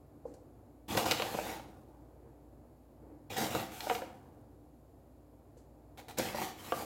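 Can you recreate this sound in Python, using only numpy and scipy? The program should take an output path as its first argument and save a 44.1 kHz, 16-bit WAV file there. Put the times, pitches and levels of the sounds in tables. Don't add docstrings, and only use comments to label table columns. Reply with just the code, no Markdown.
import sys
import numpy as np
from scipy import signal
from scipy.fft import rfft, irfft, next_fast_len
from scipy.io import wavfile
from scipy.ndimage import map_coordinates

SR = 44100
rng = np.random.default_rng(int(sys.argv[2]) if len(sys.argv) > 2 else 0)


def unload_audio(sound):
    columns = np.transpose(np.atleast_2d(sound))
    steps = np.round(np.clip(columns, -1, 1) * 32767)
    wavfile.write(sys.argv[1], SR, steps.astype(np.int16))


N = 302425


def amp(db):
    return 10 ** (np.asarray(db) / 20)


def unit(x):
    return x / np.sqrt(np.mean(x ** 2) + 1e-20)


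def along(points, hz):
    knots_hz, values = np.transpose(points)
    return np.interp(np.log(hz + 1), np.log(knots_hz + 1), values)


def wobble(rate):
    knots = rng.standard_normal(int(N * rate / SR) + 4)
    return map_coordinates(knots, [np.arange(N) * rate / SR])


def coloured(x, spectrum, size=8192):
    gain = amp(along(spectrum, np.fft.rfftfreq(size, 1 / SR)))
    cepstrum = irfft(np.log(gain + 1e-6))
    cepstrum[1:size // 2] *= 2
    cepstrum[size // 2 + 1:] = 0
    response = irfft(np.exp(rfft(cepstrum)))
    return signal.fftconvolve(x, response / np.linalg.norm(response))[:len(x)]


def add(track, start, sound):
    remaining = track[max(round(start * SR), 0):]
    remaining[:len(sound)] += sound[:len(remaining)]


def burst(t60):
    t = np.arange(SR // 4) / SR
    return rng.standard_normal(len(t)) * amp(-60 * t / t60)


def slips(rate, spread_db, smooth):
    sizes = amp(spread_db * np.clip(rng.standard_normal(N), -2, 2)) * rng.choice([-1, 1], N)
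    impulses = unit(sizes * (rng.random(N) < rate / SR))
    return unit(impulses + smooth * rng.standard_normal(N))


# frequency in Hz, relative spectral density in dB.
RUMBLE_SPECTRUM = [(20, -46), (38, -31.5), (50, -10.5), (90, -1), (150, -7), (185, -21), (230, -6),
                   (300, -5.5), (420, -12), (470, -10.5), (720, -14), (930, -21), (1300, -29.5),
                   (2000, -38), (4000, -76)]
AIR_SPECTRUM = [(1180, -25), (2000, -14), (2220, -1.5), (3270, -7), (4360, -4.5), (5950, -9.5),
                (7130, -3.5), (8400, -8.5), (11600, -2), (15800, -8)]
# frequency in Hz, rms level in dB.
HUM_TONES = [(59.5, -64), (143, -72), (298, -69)]

def background():
    t = np.arange(N) / SR
    rumble = amp(-59 + 1.4 * wobble(4.6)) * unit(coloured(rng.standard_normal(N), RUMBLE_SPECTRUM))
    air = amp(-79.5) * coloured(rng.standard_normal(N), AIR_SPECTRUM)
    hum = np.zeros(N)
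    for hz, db in HUM_TONES:
        peak = np.sqrt(2) * amp(db + 2 * wobble(4))
        hum += peak * np.sin(2 * np.pi * hz * t + .7 * wobble(5.4))
    return rumble + air + hum


# frequency in Hz, reverberation time in seconds.
REVERB_TIMES = [(150, 0.54), (1000, 0.53), (3000, 0.52), (5500, 0.47), (9000, .42), (14000, 0.29)]

def kitchen(x, early_db, tail_db, echoes=14):
    hz, t, noise = signal.stft(rng.standard_normal(SR * 3 // 4), SR, nperseg=256)
    decay = amp(-60 * t / along(REVERB_TIMES, hz)[:, None])
    tail = signal.istft(noise * decay, SR, nperseg=256)[1]
    tail *= 1 - np.exp(-np.arange(len(tail)) / SR / .008)
    early = np.zeros(len(tail))
    signs = rng.choice([-1, 1], echoes)
    delays = (rng.uniform(.002, .016, echoes) * SR).astype(int)
    early[delays] = signs / np.sqrt(echoes)
    response = amp(early_db) * early + amp(tail_db) * tail / np.linalg.norm(tail)
    return x + signal.fftconvolve(x, response)[:N]


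# frequency in Hz, relative spectral density in dB.
SWELL_SPECTRUM = [(50, -22), (120, 5), (190, -12), (300, 8.5), (410, -2.5), (520, -1), (650, -13.5),
                  (850, -9), (1150, -23), (2000, -29.5), (4000, -56)]
# start in seconds, level in dB, rise time in seconds.
LOW_SWELLS = [(.25, -55, 0.034), (2.2, -57.5, 0.053), (2.99, -57.5, 0.086), (5.53, -67.5, 0.051)]

def low_swells():
    t, envelope = np.arange(N) / SR, np.zeros(N)
    for start, db, rise in LOW_SWELLS:
        age = np.maximum(t - start, 0) / rise
        envelope += amp(db) * age * np.exp(1 - age)
    return envelope * coloured(slips(rate=530, spread_db=4, smooth=0.8), SWELL_SPECTRUM)


# frequency in Hz, relative level in dB, 60 dB decay time in seconds.
CUP_MODES = [(505, 2.5, 0.059), (541, -11, 0.079), (810, -10, 0.048), (1020, -20, 0.063)]
# frequency in Hz, relative spectral density in dB.
BRUSH_SPECTRUM = [(1500, -0.5), (3600, -7), (4300, 3), (5200, -1), (7500, 4), (10200, -8), (11500, -3),
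                  (16000, -31)]
# start in seconds, knock and brush gains in dB, brush decay time in seconds.
CUP_TAPS = [(.253, -32, -68.5, 0.34), (.338, -45.5, -56.5, 0.055), (5.567, -52, -64, 0.17)]

def cup():
    knocks, brushes = np.zeros((2, N))
    t = np.arange(SR // 4) / SR
    ring = sum(amp(db - 60 * t / t60) * np.sin(2 * np.pi * hz * t) for hz, db, t60 in CUP_MODES)
    ring *= 1 - np.exp(-t / 0.0026)
    for start, knock_db, brush_db, brush_t60 in CUP_TAPS:
        add(knocks, start, amp(knock_db) * ring)
        onset = 1 - np.exp(-20 * t / brush_t60)
        add(brushes, start, amp(brush_db) * burst(brush_t60) * onset)
    return knocks + coloured(brushes, BRUSH_SPECTRUM)


# frequency in Hz, relative spectral density in dB.
RIM_SPECTRUM = [(200, -15), (480, 8), (600, 3), (800, 13), (1100, -2.5), (1900, -2), (2400, -1), (2900, -7),
                (4000, -2), (4700, -9.5), (7500, -10), (9300, -13), (12500, -11.5), (16000, -13.5)]
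# start in seconds, level in dB, length in seconds.
RIM_GRAZES = [(5.974, -51, 0.025), (6.083, -49, 0.028)]

def grazes(release_t60=0.104):
    t, contact = np.arange(N) / SR, np.zeros(N)
    for start, db, length in RIM_GRAZES:
        contact += amp(db - 60 * np.maximum(t - start - length, 0) / release_t60) * (t > start)
    return contact * coloured(slips(rate=900, spread_db=4, smooth=0.79), RIM_SPECTRUM)


def stroke(start, length, db, swell_db, attack_s, release_t60):
    age = np.arange(N) / SR - start
    progress = np.clip(age / length, 0, 1)
    onset = np.clip(1 + age / attack_s, 0, 1) ** 2
    release_db = 60 * np.maximum(age - length, 0) / release_t60
    return onset * amp(db + swell_db * (progress - .5) - release_db)


# start and length in seconds, then level, swell and relative flap in dB.
HAND_PUSHES = [(0.885, 0.069, -45, 4.5, 3.5), (0.972, 0.028, -37.5, -2.5, -3.5), (1.058, .07, -43, 2.5, -1),
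               (3.303, 0.036, -49, 2.5, -0.5), (3.368, 0.078, -40, 4.5, -2), (3.508, 0.1, -45, 0, 5),
               (6.176, 0.13, -44, -3.5, -1.5), (6.352, 0.09, -45, 7, 0.5)]
# start and length in seconds, then level, swell, relative flex
# and relative hiss in dB.
HAND_PULLS = [(1.191, 0.34, -48.5, 1, 5.5, -5), (3.725, 0.23, -51.5, 8, 0, -2.5),
              (6.592, .225, -52.5, 10.5, 3, -2.5)]

def hand_envelopes(sway_db=-54, sway_t60=1.68):
    flap, flex, crackle, slide = np.zeros((4, N))
    for start, length, db, swell_db, flap_db in HAND_PUSHES:
        push = stroke(start, length, db, swell_db, attack_s=0.0078, release_t60=0.28)
        flap += amp(flap_db) * push
        flex += amp(3) * push
        crackle += push
        slide += amp(-6.5) * push
    for start, length, db, swell_db, flex_db, hiss_db in HAND_PULLS:
        pull = stroke(start, length, db, swell_db, attack_s=0.041, release_t60=0.22)
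        free_time = np.maximum(np.arange(N) / SR - start - length, 0)
        sway = amp(sway_db - 60 * free_time / sway_t60) * (1 - np.exp(-free_time / 0.027))
        flap += amp(-3) * pull + sway
        flex += amp(flex_db) * pull + sway
        crackle += pull + amp(-25) * sway
        slide += amp(hiss_db) * pull
    return flap, flex, crackle, slide


def shifting(x, depth_db, width_hz, hold_s, size=512):
    spectra = signal.stft(x, nperseg=size)[2]
    rows = np.arange(spectra.shape[0]) * SR / size / width_hz
    cols = np.arange(spectra.shape[1]) * size / 2 / SR / hold_s
    grid = np.meshgrid(rows, cols, indexing="ij")
    field = map_coordinates(rng.standard_normal((size, size)), grid, order=1, mode="wrap")
    return unit(signal.istft(spectra * amp(depth_db * unit(field)), nperseg=size)[1][:N])


# frequency in Hz, relative spectral density in dB.
HOLLOW_SPECTRUM = [(45, -26.5), (80, -9.5), (112, 1), (165, -8.5), (225, 0.5), (260, -5.5), (310, 1.5),
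                   (400, -9), (700, -35.5)]
PANEL_SPECTRUM = [(200, -23.5), (380, -5.5), (430, -8), (515, -0.5), (610, -7.5), (780, 3), (880, 0),
                  (970, -10), (1200, -9), (2000, -24), (4000, -61.5)]
CREASE_SPECTRUM = [(500, -37), (1100, -10), (1600, 2), (2700, 2), (4200, -2), (7000, -7), (10000, -24.5),
                   (16000, -42.5)]
FIBRE_SPECTRUM = [(2000, -29), (5000, -10), (7500, 2), (9300, -2.5), (12500, 2.5), (16000, -1.5)]

def rustle():
    flap, flex, crackle, slide = hand_envelopes()
    jerks = wobble(45)
    hollow = coloured(slips(rate=300, spread_db=2.5, smooth=0.4), HOLLOW_SPECTRUM)
    panels = coloured(slips(rate=600, spread_db=4.5, smooth=0.46), PANEL_SPECTRUM)
    panels = shifting(panels, depth_db=3.5, width_hz=130, hold_s=.07)
    creases = coloured(slips(rate=1300, spread_db=3, smooth=0.81), CREASE_SPECTRUM)
    creases = shifting(creases, depth_db=3, width_hz=239, hold_s=.05)
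    hiss = coloured(slips(rate=3400, spread_db=2.5, smooth=0.93), FIBRE_SPECTRUM)
    hiss = shifting(hiss, depth_db=1.7, width_hz=310, hold_s=0.044)
    return (amp(-0.5 + 1.3 * jerks) * flap * hollow
            + amp(-1.5 + 0.87 * jerks) * (flex * panels + crackle * creases)
            + amp(1 + 0.71 * jerks) * slide * hiss)


# frequency in Hz, relative level in dB, 60 dB decay time in seconds.
BAG_MODES = [(119, -10, 0.12), (227.7, -11.5, 0.045), (308.4, -8.5, 0.034), (386, -7.5, 0.035),
             (527.7, -5, 0.057), (550.5, -7, 0.014), (700, -1, 0.033), (754, -3.5, 0.023),
             (961, -3.5, 0.033), (1210, 0.5, 0.0147), (1540, 1.5, 0.017)]

def thump(centre_hz):
    t = np.arange(SR // 4) / SR
    hz, mode_db, t60 = np.transpose(BAG_MODES)[:, :, None]
    shift, strength, phase = rng.standard_normal((3, len(BAG_MODES), 1))
    shifted_hz = hz * np.exp(0.077 * shift)
    drive_db = 2 * strength - 9.5 * np.abs(np.log2(hz / centre_hz))
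    modes = amp(mode_db + drive_db - 60 * t / t60) * np.sin(2 * np.pi * (shifted_hz * t + phase))
    onset = 1 - np.exp(-t / 0.0023)
    return unit(modes.sum(axis=0) * onset)


# multiple of its centre frequency, relative spectral density in dB.
SNAP_SPECTRUM = [(.1, -36), (.4, -3.5), (.75, -2), (1.149, -1), (1.599, -6), (2.2, -19), (4, -31.5)]
# start in seconds, relative thump level in dB, thump centre in Hz,
# relative snap level in dB, snap centre in Hz.
PANEL_BUCKLES = [(0.95, -27.5, 406, -37, 3400), (0.9739, -20, 607, -21.5, 3940),
                 (1.061, -24.5, 517, -29, 3066), (1.1109, -26.5, 490, -16.5, 3430),
                 (1.1175, -31, 560, -19, 3720), (1.198, -28.5, 450, -25.5, 2293),
                 (1.2205, -28, 704, -22.5, 2480), (1.346, -25.5, 352, -40, 2303),
                 (1.3877, -24.5, 690, -41, 1880), (1.596, -39.5, 670, -50.5, 2610),
                 (3.3811, -30, 348, -32, 6050), (3.55, -23, 740, -34, 3360),
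                 (3.8051, -49, 570, -30.5, 3340), (3.8682, -28, 620, -65, 3000),
                 (3.8979, -22.5, 686, -23.5, 2240), (3.91, -22, 660, -35.5, 2190),
                 (3.95, -33.5, 640, -30.5, 2860), (4.0191, -30.5, 600, -44.5, 2330),
                 (6.1853, -26.5, 483, -26, 6120), (6.195, -22.5, 350, -32.5, 3600),
                 (6.3455, -27.5, 567, -50, 2383), (6.68, -37.5, 200, -64, 2500),
                 (6.7217, -20, 610, -29, 2290)]

def buckles(tick_ref_hz=2930, tick_db_per_octave=15):
    thumps, snaps, ticks = np.zeros((3, N))
    for start, thump_db, thump_hz, snap_db, snap_hz in PANEL_BUCKLES:
        add(thumps, start, amp(thump_db - 21.5) * thump(thump_hz))
        crease = [(snap_hz * ratio, db) for ratio, db in SNAP_SPECTRUM]
        add(snaps, start, amp(snap_db - 26) * unit(coloured(burst(t60=0.026), crease)))
        tick_db = snap_db - 19.5 + tick_db_per_octave * np.log2(snap_hz / tick_ref_hz)
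        add(ticks, start, amp(tick_db) * burst(t60=0.025))
    return thumps + snaps + coloured(ticks, FIBRE_SPECTRUM)


def scene():
    direct = rustle() + buckles() + grazes() + cup() + low_swells()
    return (kitchen(direct, early_db=-11, tail_db=-8) + background())[None]


def record(dry, cutoff_hz=15900):
    size = next_fast_len(N + SR // 2)
    passband = np.fft.rfftfreq(size, 1 / SR) < cutoff_hz
    return irfft(rfft(dry, size) * passband, size)[..., :N]


dry = scene()
out = record(dry)
unload_audio(out)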